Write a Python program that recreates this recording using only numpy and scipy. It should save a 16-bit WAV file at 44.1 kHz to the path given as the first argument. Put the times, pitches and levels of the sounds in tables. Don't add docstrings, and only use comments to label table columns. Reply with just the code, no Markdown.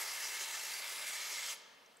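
import sys
import numpy as np
from scipy import signal
from scipy.fft import rfft, irfft
from scipy.io import wavfile
from scipy.ndimage import map_coordinates

SR = 44100
rng = np.random.default_rng(int(sys.argv[2]) if len(sys.argv) > 2 else 0)


def to_wav(sig):
    pcm = np.clip(np.atleast_2d(sig), -1, 1) * 32767
    pcm = np.round(pcm).astype(np.int16)
    wavfile.write(sys.argv[1], SR, pcm.T)


def level_to_linear(level):
    exponent = np.asarray(level, float) / 20
    return 10 ** exponent


N = 88200
LEAD = SR
T = (np.arange(N + LEAD) - LEAD) / SR
SPUTTER_DB = 1


def rms_one(x):
    return x / np.sqrt(np.mean(x ** 2) + 1e-20)


def at_hz(points, hz):
    p = np.array(points)
    return np.interp(np.log(np.maximum(hz, 1)), np.log(p[:, 0]), p[:, 1])


def shaped(x, gain_of_hz):
    hz = np.fft.rfftfreq(x.shape[-1], 1 / SR)
    return irfft(rfft(x) * gain_of_hz(hz), x.shape[-1])


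def bump(hz, centre_hz, octaves):
    return np.exp(-4 * (np.log2(np.maximum(hz, 1) / centre_hz) / octaves) ** 2)


def drift(rate_hz):
    r = np.exp(-2 * np.pi * rate_hz * 40 / SR)
    white = rng.standard_normal(len(T) // 40 + 2002)
    slow = signal.lfilter([1], [1, -2 * r, r * r], white)[2000:]
    return np.interp(np.arange(len(T)) / 40, np.arange(len(slow)), rms_one(slow - slow.mean()))


def jet_colour(hz):
    # (relative, per Hz)
    broad = [(71, -60), (120, -35), (326, -29), (368, -14.5), (904, -13.5), (1500, -6.5), (2130, -3.5),
             (2510, -6.5), (5780, -6), (11100, -11), (15700, -18)]
    # centre_hz, width_hz, boost_db
    hollows = [(380, 95, -1), (597, 118, 4.5), (924, 136, 7), (1270, 110, 2.5), (1724, 67, 4),
               (2090, 580, 1.5), (2390, 74, 1), (2714, 150, 5.5), (3130, 180, 2.5), (3360, 140, 2),
               (3945, 78, 5), (4440, 110, 1.5), (4750, 96, 1.5), (7700, 450, 1.5), (8700, 900, -1.5),
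               (11000, 940, 4)]
    boost = sum(db / (1 + (2 * (hz - f) / w) ** 2) for f, w, db in hollows)
    return level_to_linear(at_hz(broad, hz) + boost)


def jet():
    # time_s, level_db
    flow = [(0.0, -40), (0.05, -44), (0.27, -43), (0.278, -44), (0.396, -43.5), (0.422, -42),
            (0.466, -43.5), (1.5, -44)]
    # time_s, change_db
    bass_points = [(0, 3.5), (.1, 0), (.3, -1), (.4, 1), (.6, -2.5), (.7, 0.5), (1.05, 0.5), (1.25, -1.5),
                   (1.32, 2.5), (1.44, -4), (1.53, -0.5)]
    # time_s, change_db
    presence_points = [(0, -2), (.15, -1), (.35, -0.5), (.5, -1.5), (.65, 0), (.8, 0), (1.0, -0.5),
                       (1.15, 1), (1.35, 0), (1.5, 0)]
    # time_s, change_db
    middle_points = [(0, -0.5), (.2, 1.5), (.45, 1), (.6, 0), (.85, 0.5), (1.0, -0.5), (1.2, 1.5), (1.4, 2),
                     (1.5, 3.5)]
    # time_s, change_db
    treble_points = [(0, 1), (.1, -0.5), (.3, 0.5), (.45, 1), (.58, -2), (.75, 0), (.95, -1.5), (1.101, -2),
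                     (1.2, -1.5), (1.35, 0.5), (1.45, -2), (1.55, 1)]
    patch_db, flutter_db = 0.23 * 0 + 1.48, 0.23

    regions = (bass_points, presence_points, middle_points, treble_points)
    bass, presence, middle, treble = [np.interp(T, *np.transpose(points)) for points in regions]
    hz = np.fft.rfftfreq(len(T), 1 / SR)
    spectrum = rfft(rng.standard_normal(len(T))) * jet_colour(hz)
    place = 3 * np.log2(np.maximum(hz, 250) / 250)
    out = 0
    for k in range(19):
        band = irfft(spectrum * np.cos(np.pi / 2 * np.clip(place - k, -1, 1)) ** 2, len(T))
        if k > 15:
            change = treble
        elif k > 12:
            change = middle
        elif k > 9:
            change = presence
        elif k < 7:
            change = bass
        else:
            change = 0
        out = out + band * level_to_linear(patch_db * drift(5.0) + change)
    level = np.interp(T, *np.transpose(flow))
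    return rms_one(out) * level_to_linear(level + flutter_db * drift(19.0) + SPUTTER_DB * drift(130.0))


def flares(rows):
    skirt_db, skirt_from_hz = -22.5, 3100
    out = 0
    for s, length, db, hz, octaves in rows:
        def colour(f):
            return bump(f, hz, octaves) + level_to_linear(skirt_db) / (1 + (skirt_from_hz / (f + 1)) ** 4)
        noise = rms_one(shaped(rng.standard_normal(len(T)), colour))
        out = out + noise * level_to_linear(db) * np.exp(-4 * ((T - s) / length) ** 2)
    return out * level_to_linear(SPUTTER_DB * drift(160.0))


def whistle():
    # time_s, level_db, pitch_hz
    path = [(0, -50, 2090), (.12, -61, 2082), (.22, -54.5, 2110), (.3, -57.5, 2146), (.37, -52, 2112),
            (0.451, -59, 2103), (.6, -67, 2150), (.75, -53, 2208), (.85, -59, 2150), (1.03, -53, 2260),
            (1.14, -53.5, 2148), (1.25, -56, 2255), (1.35, -49.5, 2194), (1.441, -56, 2145),
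            (1.5, -59, 2147)]
    width_hz = 410
    s, db, hz = np.transpose(path)
    white = rng.standard_normal((2, len(T)))
    a, b = shaped(white, lambda f: 1 / (1 + (2 * f / width_hz) ** 4))
    phase = 2 * np.pi * np.cumsum(np.interp(T, s, hz)) / SR
    return rms_one(a * np.cos(phase) + b * np.sin(phase)) * level_to_linear(np.interp(T, s, db))


def drops():
    # start_s, level_db, pitch_hz, t60_s
    ticks = [(1.573, -53, 7600, .012), (1.8604, -56, 5600, .012), (1.8617, -55, 6070, .014),
             (1.9681, -53, 8300, .007), (1.9697, -54, 7600, .012), (1.9702, -56, 8700, .012)]
    tick_db, rise_s = -22, 0.00026
    out, white = 0, np.diff(rng.standard_normal(len(T) + 1))
    for s, db, hz, t60 in ticks:
        age = np.maximum(T - s, 0)
        ring = np.sin(2 * np.pi * hz * age) * (1 - np.exp(-age / rise_s))
        out = out + (T > s) * level_to_linear(db - 60 * age / t60) * (ring + level_to_linear(tick_db) * white)
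    return out


def echoes(x):
    # delay_ms, level_db
    reflections = [(.9, -19), (1.8, -25), (2.35, -15), (3.3, -17.5)]
    sway_ms = 0.061
    n = np.arange(len(x))
    out = x
    for ms, db in reflections:
        delay = (ms + sway_ms * drift(1.5)) * SR / 1000
        out = out + level_to_linear(db) * map_coordinates(x, [n - delay], order=3)
    return out


def garage(x):
    # frequency_hz, t60_s
    decay = [(200, 4.1), (800, 1.57), (2000, 1.9), (5000, 1.1), (9000, 0.42), (15000, 0.66)]
    # frequency_hz, level_db (against direct)
    strength = [(200, -13.5), (800, -5), (2000, -11), (5000, -11), (9000, -18), (15000, -25)]
    # frequency_hz, side_against_mid_db
    spread = [(60, -25), (200, -10), (400, -11), (1000, -7), (2400, -8.5), (5000, -9.5), (9000, -16),
              (15000, -16)]
    age, tail = np.arange(2 * SR) / SR, 0
    white = rng.standard_normal((2, len(age)))
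    for centre in 125 * 2. ** np.arange(0, 7.5, .5):
        def half_octave(f):
            place = 2 * np.log2(np.maximum(f, 125) / centre)
            return np.cos(np.pi / 2 * np.clip(place, -1, 1)) ** 2
        band = shaped(white, half_octave)
        fade = level_to_linear(-60 * age / at_hz(decay, centre)) * (1 - np.exp(-age / 0.013))
        tail = tail + band * fade * level_to_linear(at_hz(strength, centre)) / np.sqrt(np.sum(fade ** 2))
    mid, side = signal.fftconvolve(x[None], tail, axes=1)[:, :len(T)]
    return mid, shaped(side, lambda f: level_to_linear(at_hz(spread, f)))


def background():
    # (relative, per Hz)
    colour = [(12, -62), (20, -24), (123, -19.5), (158, -10), (268, -6), (316, -13.5), (467, -2.5),
              (840, -7), (5590, -16.5), (6610, -21), (8500, -20.5), (15700, -25.5)]
    # frequency_hz, side_against_mid_db
    spread = [(60, -26), (110, -20), (200, -13), (380, -5), (700, -2.5), (1290, 0), (2380, -11),
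              (4400, -10), (8120, -7), (15000, -22)]
    noise = shaped(rng.standard_normal((2, len(T))), lambda f: level_to_linear(at_hz(colour, f)))
    mid, side = level_to_linear(-67) * rms_one(noise)
    return mid, shaped(side, lambda f: level_to_linear(at_hz(spread, f)))


def lean(mid):
    # frequency_hz, left_minus_right_db
    balance = [(60, -2), (110, 3), (200, 0), (380, -0.5), (700, 1), (1290, 0.5), (2380, 1), (4400, 0.0),
               (8120, -1), (15000, 0.5)]
    # frequency_hz, left_lead_radians
    lead = [(60, -.05), (150, -.25), (400, -0.34), (1200, -0.38), (2500, -0.36), (5000, -0.16),
            (9000, -0.12), (16000, -0.22)]
    return shaped(mid, lambda f: np.tanh(at_hz(balance, f) * np.log(10) / 40 + .5j * at_hz(lead, f)))


def scene():
    # centre_s, length_s, level_db, centre_hz, width_octaves
    flare_rows = [(0.02, 0.026, -48.5, 8000, 0.87), (0.104, 0.12, -47.5, 5100, 0.43),
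                  (0.253, 0.092, -46, 5700, 0.72), (0.422, 0.054, -44.5, 6700, 0.64),
                  (0.77, 0.13, -50.5, 4600, 0.16), (0.86, .06, -53.5, 3474, 0.18),
                  (1.12, .2, -55, 3980, 0.043), (1.545, 0.023, -50.5, 11000, .3),
                  (1.087, 0.048, -46.5, 8050, 1.31), (1.147, 0.044, -47, 5830, 1.7),
                  (1.351, 0.033, -44.5, 3960, 1.9), (1.41, 0.091, -53.5, 7700, 0.23),
                  (1.503, .06, -47, 6400, 0.65), (1.506, 0.028, -52, 3020, .6)]
    # centre_s, length_s, level_db, centre_hz, width_octaves
    scuff_rows = [(1.915, .04, -70, 3200, 1.3)]
    release_s, closing_db_per_s = 1.527, 411
    whistle_to_room_db = -4

    valve = level_to_linear(-closing_db_per_s * np.maximum(T - release_s, 0))
    hiss = echoes((jet() + flares(flare_rows)) * valve + flares(scuff_rows) + drops())
    tone = echoes(whistle() * valve)
    room_mid, room_side = garage(hiss + level_to_linear(whistle_to_room_db) * tone)
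    air_mid, air_side = background()
    mid = hiss + tone + room_mid + air_mid
    side = room_side + air_side + lean(mid)
    return np.array([mid + side, mid - side])[:, LEAD:]


def low_pass(x):
    return signal.sosfilt(signal.butter(12, 17040, fs=SR, output="sos"), x)


def record(dry):
    padded = np.pad(dry, ((0, 0), (0, 2000)))
    cut = shaped(padded, lambda f: 1 / (1 + (f / 15740) ** 400))[:, :N]
    return low_pass(cut)


dry = scene()
out = record(dry)
to_wav(out)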